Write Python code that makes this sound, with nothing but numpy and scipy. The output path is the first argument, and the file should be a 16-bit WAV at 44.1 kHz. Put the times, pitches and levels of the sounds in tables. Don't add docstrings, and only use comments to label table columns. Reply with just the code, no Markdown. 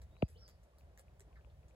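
import sys
import numpy as np
from scipy import signal
from scipy.fft import rfft, irfft, next_fast_len
from scipy.io import wavfile
from scipy.ndimage import uniform_filter1d

SR = 44100
rng = np.random.default_rng(int(sys.argv[2]) if len(sys.argv) > 2 else 0)


def digitize_waveform(pressure):
    field = np.atleast_2d(pressure).T
    bounded = np.clip(field, -1, 1)
    quanta = np.round(bounded * 32767).astype(np.int16)
    wavfile.write(sys.argv[1], SR, quanta)


N = 77175
T = np.arange(N) / SR
SIZE = next_fast_len(2 * N)
FREQ = np.maximum(np.arange(SIZE // 2 + 1) * SR / SIZE, 1)

# (time [s], crack level [dB], bright pitch [Hz], boost at that pitch [dB],
# crumble level [dB], woody boost [dB], crack fade time [s])
BEAVER_BITES = [(0.017, -62.5, 4050, 9, -76, 4, 0.0007), (0.0187, -61.5, 8500, -1, -71.5, 0, 0.0012),
                (0.2803, -70, 9200, 8, -70.5, 5, 0.00074), (0.286, -62, 9500, 6.5, -73, -2, 0.0021),
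                (0.301, -66, 10000, 31, -69, -17, .0008), (0.479, -58.5, 6900, 9, -65, 2, 0.0011),
                (0.489, -60, 7500, -17, -73, -2, .0008), (0.6319, -71, 6700, 6, -75.5, -5, .0008),
                (0.7848, -67.5, 14100, 15, -74, -11, 0.00066), (0.784, -69, 4600, 21, -78.5, -9, 0.00069),
                (0.9757, -59.5, 14300, 18, -82, 10, 0.00014), (0.976, -60, 6860, 16, -68.5, 14, 0.00047),
                (0.9884, -62, 8800, 5, -81, -7, 0.00045), (0.9936, -56.5, 8500, 11, -73, -1, 0.00094),
                (0.9957, -59, 9400, 10, -77, -3, 0.00091), (1.1963, -57.5, 8000, 12, -81, -6, 0.00098),
                (1.2057, -55.5, 7900, 8.5, -85, 1.5, .0007), (1.6831, -68, 6900, 13, -75, -1, 0.00079)]
# (frequency [Hz], level [dB])
BITE_TONE = [(500, -5), (1100, 3.5), (1800, 7), (3000, 0), (4500, -0.5), (7000, 1.5), (9000, -2.5),
             (11000, -1), (16000, -9.5)]
# (frequency [Hz], level [dB])
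KNOCK_TONE = [(20, -37), (30, -28), (50, -7.5), (70, 0), (90, 3), (200, 1), (340, -6.5), (490, -6),
              (650, -4.5), (800, -18.5), (1000, -21.5), (1250, -32), (2200, -45), (3600, -46), (8500, -63),
              (16000, -79)]
# (time [s], level [dB], pitch [Hz], boost of the low tone [dB], rise time [s])
HOUSING_TICKS = [(0.1553, -65, 2530, -7, 0.00035), (0.167, -57, 2450, 3.5, .00032),
                 (0.2236, -29.5, 2580, -7, 0.00035), (0.8102, -62.5, 2510, -18, 0.00042),
                 (1.0823, -61, 2460, -21, 0.00044), (1.329, -62, 2470, -9, 0.00035),
                 (1.411, -65, 2480, 2, 0.0004), (1.4475, -58, 2580, 2, 0.00035),
                 (1.632, -64.5, 2420, -12, .00048), (1.7098, -63, 2420, -14, 0.00039)]
# (time [s], pitch [Hz], level [dB])
BIRD_NOTES = [
    [(.11, 3640, -85), (.145, 3860, -81.5), (.178, 3950, -76), (.188, 4750, -86), (.203, 4600, -75),
     (.235, 4880, -83), (.275, 4960, -81), (.29, 4820, -86)],
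    [(.338, 2964, -87), (.362, 3023, -69), (.368, 3630, -75), (.376, 4650, -70.5), (.397, 5630, -74.5),
     (.418, 5324, -64.5), (.44, 5180, -65.5), (.463, 4730, -68), (.49, 4390, -80), (.5, 4350, -108)],
]
NOTE_WOBBLES = [.007, .014]
# (time [s], pitch [Hz], level [dB], fade time [s])
WATER_PLOPS = [(0.357, 461, -54, 0.016), (.994, 640, -53.5, 0.0023), (0.999, 500, -57, 0.0065),
               (1.205, 390, -56, 0.017), (1.312, 1035, -62, 0.0039), (1.472, 523, -55.5, 0.0035)]
# (time [s], length [s], pitch [Hz], level [dB])
WATER_LAPS = [(0.418, 0.037, 1395, -70.5), (1.356, 0.00507, 1826, -67.5), (1.364, .012, 1450, -66.5),
              (1.381, .024, 1600, -73.5), (1.358, .02, 4230, -80), (1.496, .008, 3530, -79)]
# (time [s], level [dB])
RUMBLE_SWELL = [(0, -51.5), (0.079, -55.5), (.15, -61), (.28, -65), (.35, -54.5), (.5, -64), (.62, -60.5),
                (0.699, -71), (.77, -63.5), (.85, -57), (.96, -64.5), (1.13, -60.5), (1.25, -62),
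                (1.35, -57.5), (1.47, -58), (1.62, -59), (1.75, -63.5)]
# (frequency [Hz], level [dB])
RUMBLE_TONE = [(15, -35), (28, -21.5), (42, -9.5), (59, 3.5), (80, -1.5), (110, -11.5), (170, -18.5),
               (260, -40.5), (500, -60)]
# (frequency [Hz], level [dB])
AIR_TONE = [(60, -16), (150, 5), (260, -4), (400, -2.5), (600, 2.5), (850, -6), (1200, -11.5), (2000, -15),
            (4000, -21), (7500, -26.5), (12500, -28), (14000, -43), (15000, -39), (16000, -60)]
# (time [s], level [dB])
AIR_SWELL = [(0, 6), (.1, -0.5), (.33, 0), (.48, -1), (.68, -2.5), (.8, -0.5), (.9, 3), (1.0, 2.5),
             (1.14, 2), (1.35, -.5), (1.55, -1), (1.72, 2.5)]
# (frequency [Hz], lag [rad])
LEFT_LAG = [(20, 0.11), (100, .52), (300, 0.49), (690, 1.13), (1900, 1.4), (3100, 4.66), (5600, 9.72),
            (9200, 15.7), (16000, 24.4)]


def chewing(level_db=2.5, crumble_boost_db=8, crumble_fade_s=.017, rise_s=.0006, span_s=.00068):
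    out = 0
    for start, db, hz, bright_db, crumble_db, woody_db, fade in BEAVER_BITES:
        age = since(start)
        rise = 1 - np.exp(-age / rise_s)
        crack = rng.standard_normal(N) * np.exp(-age / fade) * rise
        grains = rng.standard_normal(N) * amp(5.5 * drift(per_s=900))
        crumble = grains * np.exp(-age / crumble_fade_s) * rise
        tone = tone_curve(BITE_TONE) * amp(woody_db * hump(hz=1910, octaves=.54))
        peak_db = bright_db * hump(hz, octaves=.23)
        out += amp(db + level_db) * unit(shape(crack, tone * amp(peak_db)))
        out += amp(crumble_db + crumble_boost_db) * unit(shape(crumble, tone * amp(.42 * peak_db)))
    return with_bank_echo(out * np.sqrt(span_s * SR / N))


def knock(time_s=.2246, peak_db=-21.5, late_cycles=1.448):
    phase = 2 * np.pi * (FREQ * time_s + late_cycles * np.log(FREQ / 200)) + 1.9
    blow = irfft(tone_curve(KNOCK_TONE) * np.exp(-1j * phase), SIZE)[:N]
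    return stereo(blow / np.abs(blow).max()) * amp(peak_db)


def ticks(right_db=-23, ring_hz=2570, ring_db=-50, ring_s=.5):
    left, ring = 0, 0
    for start, db, hz, low_db, rise in HOUSING_TICKS:
        age = since(start - rise)
        swell = (age / rise / 2) ** 2 * np.exp(2 - age / rise)
        for ratio, tone_db in [(.409, low_db), (1, 0), (1.11, -14.5)]:
            left += swell * amp(db + tone_db) * np.sin(2 * np.pi * hz * ratio * (age - rise))
        ring += amp(db + ring_db) * np.sin(2 * np.pi * ring_hz * age) * amp(-60 * age / ring_s)
    flutter = .5 + drift(per_s=260)
    return np.array([left, left * amp(right_db)]) + ring * flutter


def bird(leaves_db=-1.5, woods_db=-3):
    song = 0
    for note, wobble in zip(BIRD_NOTES, NOTE_WOBBLES):
        times, hz, db = np.array(note).T
        pitch = np.interp(T, times, hz) * (1 + wobble * drift(per_s=900))
        loudness = amp(np.interp(T, times, db)) * (T > times[0]) * (T < times[-1])
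        song += loudness * np.sin(2 * np.pi * np.cumsum(pitch) / SR)
    leaves = amp(leaves_db) * echoes(song, fade_s=.091, rise_s=.0027)
    woods = amp(woods_db) * echoes(song, fade_s=.3, rise_s=.015)
    return stereo(song) + leaves + woods


def water(bubbles_per_lap=12, pitch_spread=.15, pitch_fall=.16):
    out = sum(amp(db) * bubble(start, hz, fade) for start, hz, db, fade in WATER_PLOPS)
    for start, length, hz, db in WATER_LAPS:
        for k, (slip, detune) in enumerate(rng.uniform(-1.16, 1, size=(bubbles_per_lap, 2))):
            progress = (k + slip / 2) / bubbles_per_lap
            pitch = hz * (1 + pitch_spread * detune + pitch_fall * (1 - 2 * progress))
            out += amp(db) * bubble(start + length * progress, pitch, fade_s=.0039)
    return with_bank_echo(out)


def bubble(start, hz, fade_s, climb_per_s=2.5):
    age = since(start)
    tone = np.sin(2 * np.pi * hz * age * (1 + climb_per_s * age / 2))
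    return tone * np.exp(-age / fade_s) * (1 - np.exp(-4 * age / fade_s))


def ripples(count=40, middle_hz=535, base_db=-73, spread_db=5.5):
    murmur = 0
    for start in rng.uniform(0, N / SR, count):
        strength, detune = rng.standard_normal(2)
        pitch = middle_hz * 2 ** (.38 * detune)
        murmur += amp(base_db + spread_db * strength) * bubble(start, pitch, fade_s=.008)
    return stereo(murmur * amp(follow(AIR_SWELL)))


def rumble():
    noise = unit(shape(rng.standard_normal(N), tone_curve(RUMBLE_TONE)))
    steady = noise / np.sqrt(uniform_filter1d(noise ** 2, size=SR // 10))
    return stereo(steady * amp(follow(RUMBLE_SWELL)))


def air(base_db=-71, wander_db=1.5, wide_above_hz=1026, swell_below_hz=1280):
    tone = tone_curve(AIR_TONE)
    wide_share = .88 * FREQ ** 2 / (FREQ ** 2 + wide_above_hz ** 2)
    ahead = stereo(shape(rng.standard_normal(N), tone * np.sqrt(1 - wide_share)))
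    around = shape(rng.standard_normal((2, N)), tone * np.sqrt(wide_share))
    hush = unit(ahead + around)
    lows = shape(hush, 1 / (1 + (FREQ / swell_below_hz) ** 2))
    swell_db = follow(AIR_SWELL) + wander_db * drift(per_s=20)
    return (hush - lows + lows * amp(swell_db)) * amp(base_db)


def with_bank_echo(x, echo_db=-4):
    return stereo(x) + amp(echo_db) * echoes(x, fade_s=.067, rise_s=.0074)


def echoes(x, fade_s, rise_s, around_share=.64):
    rise = 1 - np.exp(-(T / rise_s) ** 2)
    tails = rng.standard_normal((3, N)) * amp(-60 * T / fade_s) * rise
    blurred = shape(x, rfft(unit(tails) / np.sqrt(N), SIZE))
    return np.sqrt(1 - around_share) * stereo(blurred[0]) + np.sqrt(around_share) * blurred[1:]


def stereo(x):
    lag = np.interp(FREQ, *np.array(LEFT_LAG).T)
    return np.array([shape(x, np.exp(-.5j * lag)), shape(x, np.exp(.5j * lag))])


def amp(db):
    return 10 ** (np.asarray(db) / 20)


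def unit(x):
    return x / np.sqrt(np.mean(x ** 2))


def tone_curve(points):
    hz, db = np.array(points).T
    return amp(np.interp(np.log(FREQ), np.log(hz), db))


def hump(hz, octaves):
    return np.exp(-.5 * (np.log2(FREQ / hz) / octaves) ** 2)


def shape(x, gain):
    return irfft(rfft(x, SIZE) * gain, SIZE)[..., :N]


def follow(points):
    return np.interp(T, *np.array(points).T)


def drift(per_s):
    hold = max(int(SR / per_s), 1)
    steps = np.repeat(rng.standard_normal(N // hold + 1), hold)
    return 1.496 * uniform_filter1d(uniform_filter1d(steps, hold), hold)[:N]


def since(start):
    return np.maximum(T - start, 0)


def scene():
    return air() + rumble() + knock() + ticks() + chewing() + bird() + water() + ripples()


def record(dry, top_hz=16200):
    return signal.sosfilt(signal.ellip(8, .2, 70, top_hz, fs=SR, output="sos"), dry)


dry = scene()
out = record(dry)
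digitize_waveform(out)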